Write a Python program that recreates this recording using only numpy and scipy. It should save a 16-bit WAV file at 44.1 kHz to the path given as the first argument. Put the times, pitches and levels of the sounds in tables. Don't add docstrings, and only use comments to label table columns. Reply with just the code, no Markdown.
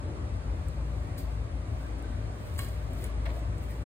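import sys
import numpy as np
from scipy import signal
from scipy.fft import rfft, irfft, next_fast_len
from scipy.io import wavfile
from scipy.ndimage import uniform_filter1d, map_coordinates

SR = 44100
rng = np.random.default_rng(int(sys.argv[2]) if len(sys.argv) > 2 else 0)


def transcribe(u):
    v = np.clip(np.atleast_2d(u).T, -1, 1)
    q = np.round(v * 32767).astype(np.int16)
    wavfile.write(sys.argv[1], SR, q)


N = 176400

# pitch in Hz, width in Hz, strength in dB.
ROOM_NOTES = [(54.2, 4.5, 1.5), (80.2, 11, -0.5), (106, 10, -3), (146.3, 19.2, -11.5)]
# time in seconds, relative level in dB.
RUMBLE_LEVEL = [(0.0, -39.5), (0.04, -34.5), (0.2, -38.5), (0.23, -36.5), (1.6, -38.5), (1.75, -34.5),
                (1.79, -40), (2.47, -40.5), (2.56, -34.5), (2.65, -38.5), (3.46, -38), (3.48, -34),
                (3.72, -41), (3.8, -35)]
HUM_LEVEL = [(0, -82), (.25, -32.5), (.55, -36), (.9, -31.5), (1.15, -35), (1.45, -35), (2.0, -34.5),
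             (2.5, -44), (2.78, -32), (2.9, -41.5), (3.2, -31.5), (3.8, -35.5)]
RUSTLE_LEVEL = [(0, -82), (.5, -76), (.68, -72.5), (.85, -73.5), (1.3, -70), (1.55, -81.5), (1.82, -65),
                (1.9, -73), (2.3, -74), (2.46, -59), (2.75, -60.5), (2.88, -66), (2.95, -57.5),
                (3.06, -54.5), (3.16, -83), (3.37, -59), (3.5, -81), (3.63, -62.5), (3.82, -67.5)]
# pitch in Hz, level in dB, pitch wander in Hz, level wander in dB.
FAN_TONES = [(282.9, -63.5, 3.18, 3.5), (314.6, -61, 1.2, -2.5), (593.2, -60, 2.5, -1)]
# frequency in Hz, left minus right in dB.
LEFT_LEAN = [(100, 11), (250, 1.5), (600, 1.5), (1500, 0)]
# frequency in Hz, relative level in dB.
AIR_SHARED_COLOUR = [(100, -18), (170, -2), (200, -2.5), (240, -0.5), (295, -2), (400, -5), (480, -7),
                     (610, -6.5), (740, -11.5), (1110, -15), (1400, -17.5), (2150, -21.5), (2900, -27.5),
                     (4280, -30), (5500, -39), (8250, -32), (10300, -37.5), (11500, -59.5), (15000, -58)]
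AIR_DIFFERENCE_COLOUR = [(35, -26.5), (60, 0.5), (85, -15.5), (300, -21.5), (440, -17), (600, -13.5),
                         (720, -17), (1210, -17), (1400, -23.5), (2200, -25), (3000, -31), (5900, -35.5),
                         (7600, -42.5), (8600, -69.5), (10500, -43), (12000, -43), (15000, -85)]
GRIT_COLOUR = [(400, -4), (1200, -1.5), (1600, -4.5), (2100, 2.5), (2550, -8), (3200, -7.5), (4600, -12.5),
               (6500, -33)]
RUSTLE_COLOUR = [(2000, 4), (4500, 3.5), (5700, -4.5), (8000, 1), (10000, 4.5), (12000, -29), (13500, 6.5),
                 (16000, -8)]
SLIDE_COLOUR = [(2000, -17.5), (3500, -2), (4800, 5), (5700, -5), (8000, 0), (10000, 4), (12000, -20.5),
                (13500, 9), (16000, -7.5)]
KNOCK_COLOUR = [(400, -22.5), (1100, -1.5), (2200, 0), (3000, 5.5), (4600, -8), (6000, -27)]
CRACK_COLOUR = [(2000, -17), (6000, -7), (8500, -4), (10500, 13), (12000, -5), (13500, 5.5), (16000, -2)]
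TICK_COLOUR = [(1000, -16.5), (4000, -7.5), (5600, -12), (7000, 0), (8500, 4), (10200, 0), (12000, -29.5),
               (13500, -10.5), (16000, -21)]
# frequency in Hz, fade in seconds. A fade is the time to fall by 60 dB.
ECHO_FADES = [(300, 0.33), (2000, 0.58), (8000, 0.18), (15000, 0.099)]
# start in seconds, level in dB, rise in seconds,
# fade in seconds, pitch in Hz, width in octaves.
SCUFFS = [(.03, -45, 0.029, 1.7, 348, 0.93), (.12, -57.5, .06, 0.87, 1170, 0.32),
          (1.05, -61.5, .07, .6, 1790, 0.53), (1.79, -59, 0.025, 0.3, 1540, 0.14),
          (1.84, -56, .022, 0.19, 1585, .04), (2.0, -61, 0.049, 0.7, 1540, 0.06),
          (2.87, -54, 0.043, .9, 640, 0.28), (3.255, -44, .035, 0.35, 625, 0.26),
          (3.275, -49.5, 0.016, 0.14, 930, 0.32), (3.3, -48.5, 0.06, 0.34, 603, 0.11),
          (3.335, -48, 0.03, 0.43, 677, 0.14), (3.68, -57.5, 0.021, 0.3, 1990, .35)]
# start in seconds, level in dB, rise in seconds, fade in seconds.
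SLIDES = [(1.172, -47.5, 0.011, 0.22), (2.58, -43, 0.0078, 0.065), (2.6, -48, 0.016, 0.35),
          (3.6, -61.5, 0.032, 0.0576), (3.69, -56, 0.022, 0.14)]
# pitch in Hz, relative level in dB, fade in seconds.
BUCKET_NOTES = [(1122, -1.5, 0.097), (1610, -6.5, 0.06), (1847, 0.5, 0.028), (2190, -2, 0.11),
                (3280, -5.5, 0.12), (4120, -11, 0.22)]
# start in seconds, level in dB, extra gain for the bucket in dB, tick pitch in Hz.
TAPS = [(0.6846, -47, -33, 8600), (1.986, -56.5, -13, 9500), (2.025, -52, -24, 8800),
        (2.579, -42, -3, 8200), (2.5877, -42, -19, 8500), (2.5906, -31.5, -2, 8900), (2.594, -39, -2, 8500),
        (2.64, -48.5, -16, 9000), (2.6467, -42, -16, 10000), (2.687, -47, -15, 8700),
        (2.934, -51.5, -17.5, 9500), (3.0415, -33.5, -13, 10000), (3.257, -53, 1, 8000),
        (3.582, -49.5, -8, 8700), (3.638, -52, -17, 9500), (3.709, -53, -10, 9000), (3.786, -67, -7, 13500),
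        (3.821, -64, -5, 8500)]


def amp(db):
    return 10 ** (np.asarray(db) / 20)


def unit(x):
    return x / np.sqrt(np.mean(x ** 2) + 1e-20)


def along(points, hz):
    f, v = np.transpose(points)
    return np.interp(np.log(hz + 1), np.log(f + 1), v)


def clock():
    return np.arange(N) / SR


def curve(rows):
    return np.interp(clock(), *np.transpose(rows))


def wobble(rate):
    return map_coordinates(rng.standard_normal(size=2048), [clock() * rate + 2], mode="wrap")


def tone(hz, wander_hz):
    pitch = hz + wander_hz * wobble(8)
    return unit(np.sin(2 * np.pi * np.cumsum(pitch) / SR))


def filtered(x, response):
    size = next_fast_len(N + SR // 4)
    return irfft(rfft(x, size) * response(np.fft.rfftfreq(size, 1 / SR)), size)[..., :N]


def shaped_noise(response):
    return unit(filtered(rng.standard_normal(N), response))


def noise(colour):
    return shaped_noise(lambda hz: amp(along(colour, hz)))


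def panned(db):
    return amp(np.array([[.5], [-.5]]) * db)


def burst(start, rise, fade):
    t = clock() - start
    return np.clip(t / rise, 0, 1) * np.exp(-np.log(1000) * np.clip((t - rise) / fade, 0, 2))


def patchy(x, depth_db=1.8):
    spectra = signal.stft(x, nperseg=1024)[2]
    patches = uniform_filter1d(rng.standard_normal(spectra.shape), size=3, axis=0)
    patches = unit(uniform_filter1d(patches, size=4, axis=1))
    return unit(signal.istft(spectra * amp(depth_db * patches), nperseg=1024)[1][:N])


def rumble(low_cut_hz=41.7):
    def response(f):
        power = sum(amp(2 * db) / (1 + ((f - hz) / width) ** 2) ** 2 for hz, width, db in ROOM_NOTES)
        return np.sqrt(power / (1 + (low_cut_hz / (f + 1)) ** 10))
    return amp(curve(RUMBLE_LEVEL) + 2) * shaped_noise(response)


def fan_drone():
    boom = rumble()
    hum = amp(curve(HUM_LEVEL) - 2) * tone(hz=57.8, wander_hz=1.34)
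    out = (boom + hum) * panned(db=3.5)
    for hz, db, wander_hz, wander_db in FAN_TONES:
        level = amp(db + wander_db * wobble(5.66))
        out += level * tone(hz, wander_hz) * panned(along(LEFT_LEAN, hz))
    whine = amp(-71) * tone(hz=1155, wander_hz=12)
    return out + whine


def rushing_air(ripple_db=1.2, ripple_hz=14):
    def ripple(hz):
        return amp(ripple_db * map_coordinates(rng.standard_normal(4096), [hz / ripple_hz], mode="wrap"))
    shared = amp(-46.5) * patchy(filtered(noise(AIR_SHARED_COLOUR), ripple))
    difference = amp(-48.5) * patchy(filtered(noise(AIR_DIFFERENCE_COLOUR), ripple))
    sides = np.array([shared + difference, shared - difference])
    swell = amp(0.39 * wobble(2.7))
    return swell * filtered(sides, lambda hz: panned(along(LEFT_LEAN, hz)))


def wall_echo(x):
    hz, t, spectra = signal.stft(rng.standard_normal((2, SR // 2)), SR, nperseg=256)
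    fading = amp(-60 * t / along(ECHO_FADES, hz)[:, None])
    tail = signal.istft(spectra * fading, SR, nperseg=256)[1]
    return signal.fftconvolve(x[None], tail / np.linalg.norm(tail[0]), axes=1)[:, :N]


def scuffs(dull_ratio=1.2):
    grain = amp(2.5 * wobble(250))
    grit = unit(grain * np.array([noise(GRIT_COLOUR), noise(GRIT_COLOUR)]))
    out = amp(-42) * burst(start=3.251, rise=0.0082, fade=0.29) * grit
    for start, db, rise, fade, hz, width in SCUFFS:
        def band(f):
            peak = 1 / (1 + (np.log2((f + 1) / hz) / width) ** 2) ** 2
            return peak / (1 + (f / (hz * dull_ratio)) ** 2)
        out += amp(db) * burst(start, rise, fade) * shaped_noise(band)
    return out


def hand_rustle(grain_db=2.8, swell_db=1.2):
    grain = amp(grain_db * wobble(300) + swell_db * wobble(25))
    return amp(curve(RUSTLE_LEVEL)) * unit(grain * noise(RUSTLE_COLOUR))


def stick_slides(grain_db=0.83):
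    level = sum(amp(db) * burst(start, rise, fade) for start, db, rise, fade in SLIDES)
    return level * unit(amp(grain_db * wobble(250)) * noise(SLIDE_COLOUR))


def bucket(knock_db=-8, ring_db=-6, rattle_radians=.55):
    t = np.arange(SR // 4) / SR
    ringing, knock_level = np.zeros(N + SR), np.zeros(N)
    rattles = [rattle_radians * wobble(200)[:len(t)] for _ in BUCKET_NOTES]
    for start, db, bucket_db, _ in TAPS:
        strength = amp(db + bucket_db)
        knock_level += strength * amp(knock_db) * burst(start, rise=.0004, fade=.032)
        for (hz, note_db, fade), rattle in zip(BUCKET_NOTES, rattles):
            level = strength * amp(ring_db + note_db + rng.normal(0, 2) - 60 * t / fade)
            phase = 2 * np.pi * (hz * t + rng.random()) + rattle
            ringing[round(start * SR):][:len(t)] += level * np.sin(phase)
    return ringing[:N] + knock_level * noise(KNOCK_COLOUR)


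def stick_taps(peak_db=7, width_octaves=.13, crack_db=3):
    out = np.zeros(N)
    crack_noise, tick_noise = noise(CRACK_COLOUR), noise(TICK_COLOUR)
    for start, db, _, tick_hz in TAPS:
        def peak(hz):
            return amp(peak_db / (1 + (np.log2((hz + 1) / tick_hz) / width_octaves) ** 2))
        tick = burst(start, rise=.0004, fade=.012) * unit(filtered(tick_noise, peak))
        crack = amp(crack_db) * burst(start, rise=.0002, fade=.004) * crack_noise
        out += amp(db) * (tick + crack)
    return out


def scene(left_lead_s=0.00013, echo_db=-5.5):
    taps = stick_taps()
    handling = bucket() + stick_slides() + hand_rustle()
    lead_s = left_lead_s * np.array([[.5], [-.5]])
    direct = filtered(taps + handling, lambda hz: np.exp(2j * np.pi * hz * lead_s))
    ventilation = fan_drone() + rushing_air()
    echo = amp(echo_db) * wall_echo(handling + amp(-2) * taps)
    return ventilation + direct + echo + scuffs()


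def record(dry, stop_s=3.842, fade_s=0.016, top_hz=15900):
    fade_out = np.clip((stop_s - clock()) / fade_s, 0, 1)
    return filtered(dry * fade_out, lambda hz: hz < top_hz)


dry = scene()
out = record(dry)
transcribe(out)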